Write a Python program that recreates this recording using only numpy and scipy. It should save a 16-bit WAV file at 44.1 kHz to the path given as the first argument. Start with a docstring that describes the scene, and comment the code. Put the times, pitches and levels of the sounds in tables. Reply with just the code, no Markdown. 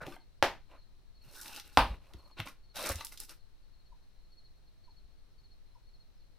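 """Footsteps on loose boards, close to a stereo pair of microphones inside a derelict wooden house.
Two boards crack against the joists, the sprung floor thuds and slats knock; soles scrape over wood
and dry litter and splinters snap, all with a short echo off the plank walls of the small open room.
Then the walker stands still, leaving the woods beyond the open wall: moving air, insects
rasping over a distant choir, a faint one peeping, and a far animal that clucks three times."""
import sys
import numpy as np
from scipy import signal
from scipy.fft import rfft, irfft, next_fast_len
from scipy.io import wavfile
from scipy.ndimage import uniform_filter1d

SR = 44100
rng = np.random.default_rng(int(sys.argv[2]) if len(sys.argv) > 2 else 0)


def dump(signal):
    """Clip the signal to [-1, 1] and save it as 16-bit WAV at the path in sys.argv[1]."""
    limited = np.clip(np.atleast_2d(signal).T, -1, 1)
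    pcm = np.round(limited * 32767).astype(np.int16)
    wavfile.write(sys.argv[1], SR, pcm)


N = 281701
TIME = np.arange(N) / SR

# Loose boards slapping down. Each row: start in seconds, strength of the slap in dB, room echo and
# floor ring in dB relative to the slap, rebound delay in seconds.
BOARD_CRACKS = [(0.426, -4, -2.5, -31, .0035), (1.773, 1, -3, -24.5, .0038)]
# Colour of the first and the second slap. Each row: frequency in Hz, relative level in dB.
FIRST_SLAP_COLOUR = [(60, -21.5), (170, -26), (310, -9.5), (430, -7), (620, -1), (900, -1), (1150, -7.5),
                     (2000, -8.5), (3000, -14), (5500, -20), (7200, -28.5), (10000, -33), (14000, -31.5),
                     (16000, -41.5)]
SECOND_SLAP_COLOUR = [(60, -22), (160, -29.5), (260, -10), (400, -14), (560, -10), (880, -1.5), (1350, -10),
                      (2000, -15.5), (2800, -14.5), (5000, -21), (7000, -38.5), (10000, -31), (13500, -39),
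                      (16000, -38.5)]
# Floorboard modes. Each row: frequency in Hz, relative level in dB, seconds to fall 60 dB.
FLOOR_MODES = [(195, -16, .3), (244, -15, .3), (534, -10, .26), (636, -10, .22), (805, -2, .24),
               (890, -2, .2), (988, -5, .22), (1070, -7, .17), (1215, -7, .2), (1416, -9, .18),
               (1541, -10, .22), (1995, -12, .2), (2426, -14, .2), (3612, -17, .18)]
# Weight landing on the sprung floor. Each row: start in seconds, level in dB, pitch in Hz.
FLOOR_THUDS = [(0.016, -41.5, 118), (0.067, -37, 116), (0.424, -38, 94), (1.255, -45, 134),
               (1.772, -27.5, 87), (1.801, -27, 45.6), (1.898, -32.5, 56.4), (2.14, -44, 63),
               (2.393, -33.5, 94.6), (2.897, -33.5, 65), (2.946, -38, 72.5)]
# Slats and sticks underfoot. Each row: start in seconds, peak in dB, lowest mode in Hz.
SLAT_KNOCKS = [(0.013, -39, 510), (0.067, -37.5, 405), (0.079, -35.5, 270), (0.123, -40.5, 1200),
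               (0.164, -43.5, 718), (2.141, -50.5, 320), (2.396, -39.5, 650), (2.473, -40, 1090),
               (2.766, -38.5, 710), (2.896, -30.5, 552), (3.009, -35, 917), (3.122, -43.5, 2090)]
# Modes of a slat. Each row: multiple of the lowest mode, relative level in dB.
SLAT_MODES = [(0.998, -0.5), (1.27, -3), (2.199, -5), (2.901, -7), (4.4, -9.5)]
# Single sharp snaps. Each row: start in seconds, peak in dB, pitch in Hz, tearing time in seconds.
SPLINTER_SNAPS = [(0.0668, -34, 2870, 0.0012), (1.413, -34.5, 7800, 0.0046), (1.459, -35.5, 2900, 0.0031),
                  (1.481, -35, 4200, 0.0022), (1.5625, -30, 3860, 0.0014), (1.567, -39, 5400, 0.0024),
                  (1.598, -31.5, 3580, 0.0025), (2.136, -44.5, 3030, 0.0031), (2.4018, -21, 2376, 0.0015),
                  (2.4725, -34.5, 2480, 0.002), (2.757, -38.5, 4090, 0.0034), (2.7665, -32.5, 4900, 0.0046),
                  (2.87, -27, 5500, 0.0036), (2.916, -29.5, 1840, 0.0045), (2.9565, -33, 5800, 0.0051),
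                  (3.0085, -33, 2840, 0.0053), (3.0476, -31.5, 10600, 0.0065),
                  (3.0688, -31.5, 4820, 0.0026), (3.1745, -35.5, 4400, 0.0053),
                  (3.2014, -28.5, 9550, 0.003), (3.294, -36, 4560, 0.0095)]
# A sole catching on a board. Each row: start and length in seconds, pitch in Hz, level in dB.
SOLE_DRAGS = [(0.0, 0.05, 1480, -55), (1.341, 0.1, 1500, -61), (1.42, 0.13, 859, -61),
              (1.5, 0.11, 2800, -59), (2.776, 0.074, 573, -49)]
# A sole presses, holds and lets go. Each row: start, swell and hold in seconds, rub on wood and
# crunch of litter in dB, weight on the foot from 0 to 1.
SOLE_STROKES = [ (0.0, 0.025, 0.016, -47.5, -67, 0.94), (0.056, 0.01, 0.073, -54, -63.5, 0.97),
                (0.663, 0.08, 0.018, -60.5, -83, 0.92), (1.17, 0.14, 0.016, -65, -66.5, 0.46),
                (1.313, 0.043, 0.076, -60.5, -54, 0.1), (1.42, 0.049, 0.12, -56, -53, 0.04),
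                (1.633, 0.02, 0.22, -64, -67, 0), (1.856, 0.034, 0.056, -55, -73, 0.88),
                (1.988, 0.033, 0.29, -68.5, -79, 0.98), (2.36, 0.042, 0.001, -45, -65, 0.4),
                (2.451, 0.0094, 0.028, -55.5, -57.5, 0.9), (2.735, 0.043, 0.08, -45.5, -46.5, 0.38),
                (2.828, 0.051, 0.035, -40, -44, 0.47), (2.945, 0.054, 0.024, -54, -56, 0.15),
                (3.11, 0.016, 0.013, -60.5, -55, 0.64), (3.193, 0.008, 0.035, -59, -51.5, 0),
                (3.277, 0.026, 0.014, -56.5, -57, 0.4)]
# Wood rubbed by a heavy and a light foot. Each row: resonance and its width in Hz, relative gain in dB.
HEAVY_RUB_MODES = [(278, 110, -3.5), (604, 100, 2.5), (960, 250, -1), (1370, 450, -6), (2430, 690, -10)]
LIGHT_RUB_MODES = [(318.6, 160, -2.6), (845, 51, 0.68), (1420, 280, 0.59), (2705, 270, 1),
                   (3897, 400, -0.96)]
# Dry leaves and grit. Each row: frequency in Hz, relative spectral level in dB.
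LITTER_COLOUR = [(500, -14.5), (1500, -7.5), (2700, -6.5), (4200, 2), (5500, 7.5), (7000, -1.5), (8200, 3),
                 (10000, 4.5), (11800, -2), (13600, 6.5), (15000, -4), (16200, -33)]
# Three-syllable rasping phrases of a near insect and a fainter one.
# Each row: middle of the first syllable in seconds, level in dB.
RASP_PHRASES = [(0.087, -66.5), (1.168, -63.5), (2.2, -64), (2.65, -65.5), (3.74, -70.5), (4.329, -63),
                (4.853, -65.5), (5.06, -77.5), (5.393, -67), (5.887, -66.5)]
# The three syllables of a phrase. Each row: delay in seconds, accent in dB.
RASP_SYLLABLES = [(0, -3.5), (.058, -1.5), (0.128, -1.5)]
# The far animal. Each entry: time of a cluck in seconds.
CLUCK_TIMES = [3.93, 4.886, 5.763]
# Woodland air and the far insect choir. Each row: frequency in Hz, relative spectral level in dB.
AIR_COLOUR = [(25, 6), (55, -5.5), (75, -9.5), (130, -14.5), (200, -23), (500, -27.5), (1000, -32.5),
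              (2500, -37), (5700, -39.5), (7000, -46.5), (10000, -45), (11500, -52.5), (13500, -45.5),
              (16000, -54)]
CHOIR_COLOUR = [(3300, -21), (3750, -3), (4200, 3), (4450, 0.5), (4700, -25.5)]
# How alike the two microphones hear the foot, the room and the outdoors.
# Each row: frequency in Hz, left-right correlation.
FOOT_CORRELATION = [(2400, 1), (4500, .85), (8000, .35), (13000, .1)]
ROOM_CORRELATION = [(600, .985), (1200, .95), (2400, .87), (4500, .52), (8000, .1), (13000, -.15)]
AIR_CORRELATION = [(60, 0.02), (300, 0.21), (4000, 0.25), (8000, 0.02)]
# Echo of the plank room. Each row: frequency in Hz, seconds to fall 60 dB.
ROOM_DECAY = [(80, 0.75), (250, 0.28), (600, 0.2), (1200, 0.225), (3000, 0.24), (10000, 0.21)]
# Colour of the microphone pair. Each row: frequency in Hz, left minus right in dB.
MIC_BALANCE = [(1000, 0.5), (2000, 0.05), (4500, 2.5), (9000, -2), (13000, -3.5)]


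def board_cracks(rebound_db=-4.5, dull_hz=2200, splinter_hz=5500, chatter_s=0.0032):
    """A nearby board slaps the joist and rebounds; splinters chatter, the floor and the room ring."""
    out, t = np.zeros((2, N)), seconds(.7)
    colours = [FIRST_SLAP_COLOUR, SECOND_SLAP_COLOUR]
    for (s, slap_db, room_db, ring_db, rebound_s), colour in zip(BOARD_CRACKS, colours):
        # bending waves carry the treble ahead of the bass
        slap = signal.lfilter([-.8, 1], [1, -.8], response(colour))
        slap = from_db(slap_db) * slap / np.abs(slap).max()
        add(out, s, filtered(slap, "low", splinter_hz))
        add(out, s + rebound_s, from_db(rebound_db) * filtered(slap, "low", dull_hz))
        # the treble comes from many tiny contacts within a few milliseconds
        contacts = stereo_noise(len(t), ROOM_CORRELATION) * np.exp(-t / chatter_s)
        chatter = rms_one(contacts) / np.sqrt(len(t))
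        add(out, s, through(filtered(slap, "high", splinter_hz), chatter))
        add(out, s, room_echo(slap, room_db, build_s=0.0081))
        for hz, mode_db, t60 in FLOOR_MODES:
            # the ring swells as the blow spreads along the boards
            swell = rng.choice([-1, 1]) * (1 - np.exp(-t / 0.0057))
            gain = from_db(slap_db + ring_db + mode_db + rng.normal(0, 0.83))
            add(out, s, gain * swell * ring(t, hz, t60))
    return out


def floor_thuds(press_s=0.006, wobble=0.1, rumble_db=-3, t60_cycles=12):
    """The floor sags under a soft sole and swings unevenly; the loose boards around it rumble along."""
    out, t = np.zeros((2, N)), seconds(1)
    for s, level_db, hz in FLOOR_THUDS:
        uneven_time = np.cumsum(1 + wobble * wander(len(t), smooth=600)) / SR
        rumble = rms_one(resonance(rng.standard_normal(len(t)), hz, quality=.9))
        swing = np.sin(2 * np.pi * hz * uneven_time) + from_db(rumble_db) * rumble
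        envelope = from_db(level_db - 60 * t * hz / t60_cycles) * (1 - np.exp(-t / press_s))
        add(out, s, envelope * swing)
    return out


def slat_knocks(t60_at_1khz_s=0.051, contact_s=0.00032):
    """A slat is struck and rings briefly and hollowly; small ones ring higher and shorter."""
    out, t = np.zeros(N), seconds(.15)
    for s, peak_db, lowest_hz in SLAT_KNOCKS:
        knock = 0
        for multiple, mode_db in SLAT_MODES:
            hz = lowest_hz * multiple
            gain = from_db(mode_db + rng.normal(0, 1.5)) * rng.choice([-1, 1])
            knock = knock + gain * ring(t, hz, t60_at_1khz_s / np.sqrt(hz / 1000))
        knock = knock * (1 - np.exp(-t / contact_s))
        add(out, s, from_db(peak_db) * knock / np.abs(knock).max())
    return out + room_echo(out, level_db=-6, build_s=.004)


def splinter_snaps(rows, fibres_db=4, full_grit_hz=4577, grit_db_per_octave=15.5):
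    """A splinter tears fibre by fibre within milliseconds: a broad resonance plus bright grit."""
    out, t = np.zeros((2, N)), seconds(.03)
    litter = response(LITTER_COLOUR)[:len(t)]
    for s, peak_db, hz, tear_s in rows:
        fibres = from_db(fibres_db * wander(len(t), smooth=20))
        tear = stereo_noise(len(t), FOOT_CORRELATION) * fibres * np.exp(-t / tear_s)
        body = rms_one(resonance(tear, hz, quality=0.98))
        grit = rms_one(through(tear, litter)[:, :len(t)])
        # smaller splinters are higher and grittier
        grit_db = min(grit_db_per_octave * np.log2(hz / full_grit_hz), 0)
        snap = body + from_db(grit_db) * grit
        add(out, s, from_db(peak_db) * snap / np.abs(snap.mean(axis=0)).max())
    return out + room_echo(out, level_db=-5, build_s=0.0026)


def random_splinters(crunch, per_s=24, threshold_db=-49, above_crunch_db=12, spread_db=4.5,
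                     centre_hz=3220, tear_s=0.0054):
    """Splinters snap at random where the sole crunches hardest; rows as in SPLINTER_SNAPS."""
    at = np.flatnonzero((rng.random(N) < per_s / SR) & (crunch > from_db(threshold_db)))
    size, octaves = rng.standard_normal((2, N))[:, at]
    peak_db = 20 * np.log10(crunch[at]) + above_crunch_db + spread_db * size
    hz = np.minimum(centre_hz * 2 ** octaves, SR / 4)
    return list(zip(at / SR, peak_db, hz, np.full(len(at), tear_s)))


def sole_drags(waver=.035):
    """Quick uneven slips set one board ringing; it swells, wavers and fades as the sole passes."""
    out = np.zeros(N)
    for s, length_s, hz, level_db in SOLE_DRAGS:
        t = seconds(length_s)
        slipping = rng.standard_normal(len(t)) * (rng.random(len(t)) < hz / SR)
        uneven_time = np.cumsum(1 + waver * wander(len(t), smooth=600)) / SR
        tone = np.interp(uneven_time, t, resonance(slipping, hz, quality=6), right=0)
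        add(out, s, from_db(level_db) * rms_one(tone * np.sin(np.pi * t / length_s)))
    return out + room_echo(out, level_db=-8, build_s=0.0023)


def sole_scuffs(heavy, light, crunch):
    """Close to the microphones, the sole stutters over wood and crushes dry leaves and grit."""
    heavy_rub = rubbed_wood(slips(per_s=1400, size_db=0.5), HEAVY_RUB_MODES)
    light_rub = rubbed_wood(slips(per_s=4000, size_db=-0.5), LIGHT_RUB_MODES)
    leaves = rms_one(through(slips(per_s=2800, size_db=2.8), response(LITTER_COLOUR)))
    direct = heavy * heavy_rub + light * light_rub + crunch * leaves
    return direct + room_echo(direct, level_db=-10, build_s=0.00061)


def stroke_gains(rub_t60_s=0.11, crunch_t60_s=0.125):
    """Heavy rub, light rub and crunch over time; weight shifts the rub to the deeper resonances."""
    heavy, light, crunch = np.zeros((3, N))
    for s, swell_s, hold_s, rub_db, crunch_db, weight in SOLE_STROKES:
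        rub = from_db(rub_db) * pressure(s, swell_s, hold_s, rub_t60_s)
        heavy += np.sqrt(weight) * rub
        light += np.sqrt(1 - weight) * rub
        crunch += from_db(crunch_db) * pressure(s, swell_s, hold_s, crunch_t60_s)
    return heavy, light, crunch


def pressure(s, swell_s, hold_s, t60):
    """Gain of one stroke: a smooth swell, a hold and an exponential release."""
    rise = np.sin(np.pi / 2 * np.clip((TIME - s) / swell_s, 0, 1)) ** 2
    return rise * from_db(-60 * np.clip((TIME - s - swell_s - hold_s) / t60, 0, 10))


def slips(per_s, size_db, clump_db=2.6):
    """Tiny stereo clicks of uneven size, coming in clumps as the sole catches and lets go."""
    shape = (2, next_fast_len(N))
    sizes = from_db(size_db * np.minimum(rng.exponential(1, shape), 4)) * rng.choice([-1, 1], shape)
    clumps = from_db(clump_db * rms_one(uniform_filter1d(rng.standard_normal(shape[1]), size=260)))
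    slipping = rng.random(shape) < per_s / SR
    return spread(clumps * sizes * slipping, FOOT_CORRELATION)[:, :N]


def rubbed_wood(clicks, modes, drift_db=2.5):
    """Parallel resonances of alternating sign, each coming and going as the contact moves; rms 1."""
    out = 0
    for k, (hz, width_hz, db) in enumerate(modes):
        gain = (-1) ** k * from_db(db + drift_db * wander(N, smooth=2200))
        out = out + gain * signal.lfilter(*signal.iirpeak(hz, hz / width_hz, fs=SR), clicks)
    return rms_one(out)


def insects(peeps_from_s=5.32, peep_every_s=.215, peep_db=-79, far_per_s=9.7):
    """A near insect and a fainter one rasp in threes, a higher one peeps, far ones call at random."""
    syllables = [(s + delay_s, db + accent_db)
                 for s, db in RASP_PHRASES for delay_s, accent_db in RASP_SYLLABLES]
    rasps = calls(syllables, hz=4370, length_s=.046, fall=.29, top_at=.35, waver=.007)
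    peep_rows = [(peeps_from_s + k * peep_every_s, peep_db) for k in range(5)]
    peeps = calls(peep_rows, hz=5200, length_s=0.018, fall=.08, top_at=0.44, waver=0.0045)
    far_s = np.flatnonzero(rng.random(N) < far_per_s / SR) / SR
    far_db = rng.normal(-81.5, 4.5, len(far_s))
    far_rasps = calls(zip(far_s, far_db), hz=4280, length_s=.046, fall=.2, top_at=.35, waver=.02)
    return rasps + peeps + far_rasps


def animal_clucks(level_db=-65):
    """An animal far off in the woods gives three short, falling notes."""
    rows = [(s, level_db) for s in CLUCK_TIMES]
    return calls(rows, hz=1050, length_s=.03, fall=.15, top_at=-.2, waver=.006)


def calls(rows, hz, length_s, fall, top_at, waver):
    """Short fluttering tones on an arch of pitch whose top lies at the fraction top_at of each call."""
    out, t = np.zeros(N), seconds(length_s)
    along = t / length_s
    swell = np.sin(np.pi * along) ** 1.4
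    for middle_s, level_db in rows:
        glide = fall * rng.uniform(.8, 1.2) * (along - top_at) ** 2
        pitch = hz * (1 - glide + waver * (rng.normal() + wander(len(t), smooth=60)))
        tone = np.sqrt(2) * np.sin(2 * np.pi * np.cumsum(pitch) / SR)
        flutter_db = 2 * wander(len(t), smooth=200)
        add(out, middle_s - length_s / 2, from_db(level_db + flutter_db) * swell * tone)
    return out


def woods(air_db=-55.5, lean_left_db=1, choir_db=-81):
    """Single callers, a far insect choir and moving air reach the microphones through the open wall."""
    callers = insects() + animal_clucks()
    echo = room_echo(callers, level_db=-7, build_s=0.0056)
    choir = from_db(choir_db) * outdoor_noise(CHOIR_COLOUR)
    air = from_db([[air_db + lean_left_db], [air_db - lean_left_db]]) * outdoor_noise(AIR_COLOUR)
    return callers + echo + choir + air


def outdoor_noise(colour):
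    """Steady coloured noise, wide between the microphones; rms 1."""
    size = next_fast_len(N)
    gain = from_db(at_hz(colour, np.fft.rfftfreq(size, 1 / SR)))
    return rms_one(irfft(rfft(stereo_noise(size, AIR_CORRELATION)) * gain, size)[:, :N])


def room_echo(sound, level_db, build_s, size=32768):
    """Dense echoes off the plank walls build up quickly and die band by band."""
    t, hz = np.arange(size) / SR, np.fft.rfftfreq(size, 1 / SR)
    white = rfft(stereo_noise(size, ROOM_CORRELATION))
    centres, t60s = np.transpose(ROOM_DECAY)
    tail = 0
    for share, t60 in zip(np.eye(len(centres)), t60s):
        band = irfft(white * at_hz(np.column_stack([centres, share]), hz))
        tail = tail + band * from_db(-60 * t / t60)
    tail = tail * (1 - np.exp(-(t / build_s) ** 2))
    return from_db(level_db) * through(sound, rms_one(tail) / np.sqrt(size))


def response(colour, size=8192):
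    """The causal, most compact impulse response with this colour; energy 1."""
    cepstrum = irfft(np.log(from_db(at_hz(colour, np.fft.rfftfreq(size, 1 / SR)))))
    cepstrum[1:size // 2] *= 2
    cepstrum[size // 2 + 1:] = 0
    pulse = irfft(np.exp(rfft(cepstrum)))
    return pulse / np.linalg.norm(pulse)


def spread(pair, correlation):
    """Mix two unrelated signals into left and right, as alike at each frequency as the table says."""
    mid, side = rfft(pair)
    size = pair.shape[-1]
    alike = np.clip(at_hz(correlation, np.fft.rfftfreq(size, 1 / SR)), -.99, .99)
    return irfft(np.sqrt((1 + alike) / 2) * mid + np.sqrt((1 - alike) / 2) * side * [[1], [-1]], size)


def stereo_noise(count, correlation):
    return spread(rng.standard_normal((2, count)), correlation)


def wander(count, smooth):
    """A random wobble, smoothed over `smooth` samples; spread about 1."""
    return rms_one(uniform_filter1d(rng.standard_normal(N), size=smooth))[:count]


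def resonance(x, hz, quality):
    """Two passes through the same resonant band."""
    band = signal.iirpeak(hz, quality, fs=SR)
    return signal.lfilter(*band, signal.lfilter(*band, x))


def filtered(x, kind, hz):
    return signal.lfilter(*signal.butter(2, hz, kind, fs=SR), x)


def through(x, pulse):
    return signal.fftconvolve(np.atleast_2d(x), np.atleast_2d(pulse), axes=-1)[:, :N]


def ring(t, hz, t60):
    return np.sin(2 * np.pi * hz * t) * from_db(-60 * t / t60)


def at_hz(points, hz):
    """Read a table on a log-frequency axis."""
    known_hz, values = np.transpose(points)
    return np.interp(np.log(np.maximum(hz, 1)), np.log(known_hz), values)


def add(out, s, sound):
    """Mix a sound in from time s."""
    start = max(round(s * SR), 0)
    part = sound[..., :N - start]
    out[..., start:start + part.shape[-1]] += part


def seconds(length):
    return np.arange(int(length * SR)) / SR


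def from_db(db):
    return 10 ** (np.asarray(db) / 20)


def rms_one(x):
    return x / np.sqrt(np.mean(x ** 2) + 1e-20)


def scene():
    """The walker close by in the room, the woods far behind."""
    heavy, light, crunch = stroke_gains()
    floor = board_cracks() + floor_thuds() + slat_knocks()
    splinters = splinter_snaps(SPLINTER_SNAPS + random_splinters(crunch))
    soles = sole_drags() + sole_scuffs(heavy, light, crunch)
    return floor + splinters + soles + woods()


def record(dry, cutoff_hz=16200):
    """Each microphone has its own colour; the highest peak is rounded and the top is cut steeply."""
    size = next_fast_len(N + SR)
    lean_db = at_hz(MIC_BALANCE, np.fft.rfftfreq(size, 1 / SR)) / 2
    heard = irfft(rfft(dry, size) * from_db([lean_db, -lean_db]), size)[:, :N]
    top_cut = signal.ellip(12, .1, 100, cutoff_hz, fs=SR, output="sos")
    return signal.sosfilt(top_cut, np.tanh(heard))


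dry = scene()
out = record(dry)
dump(out)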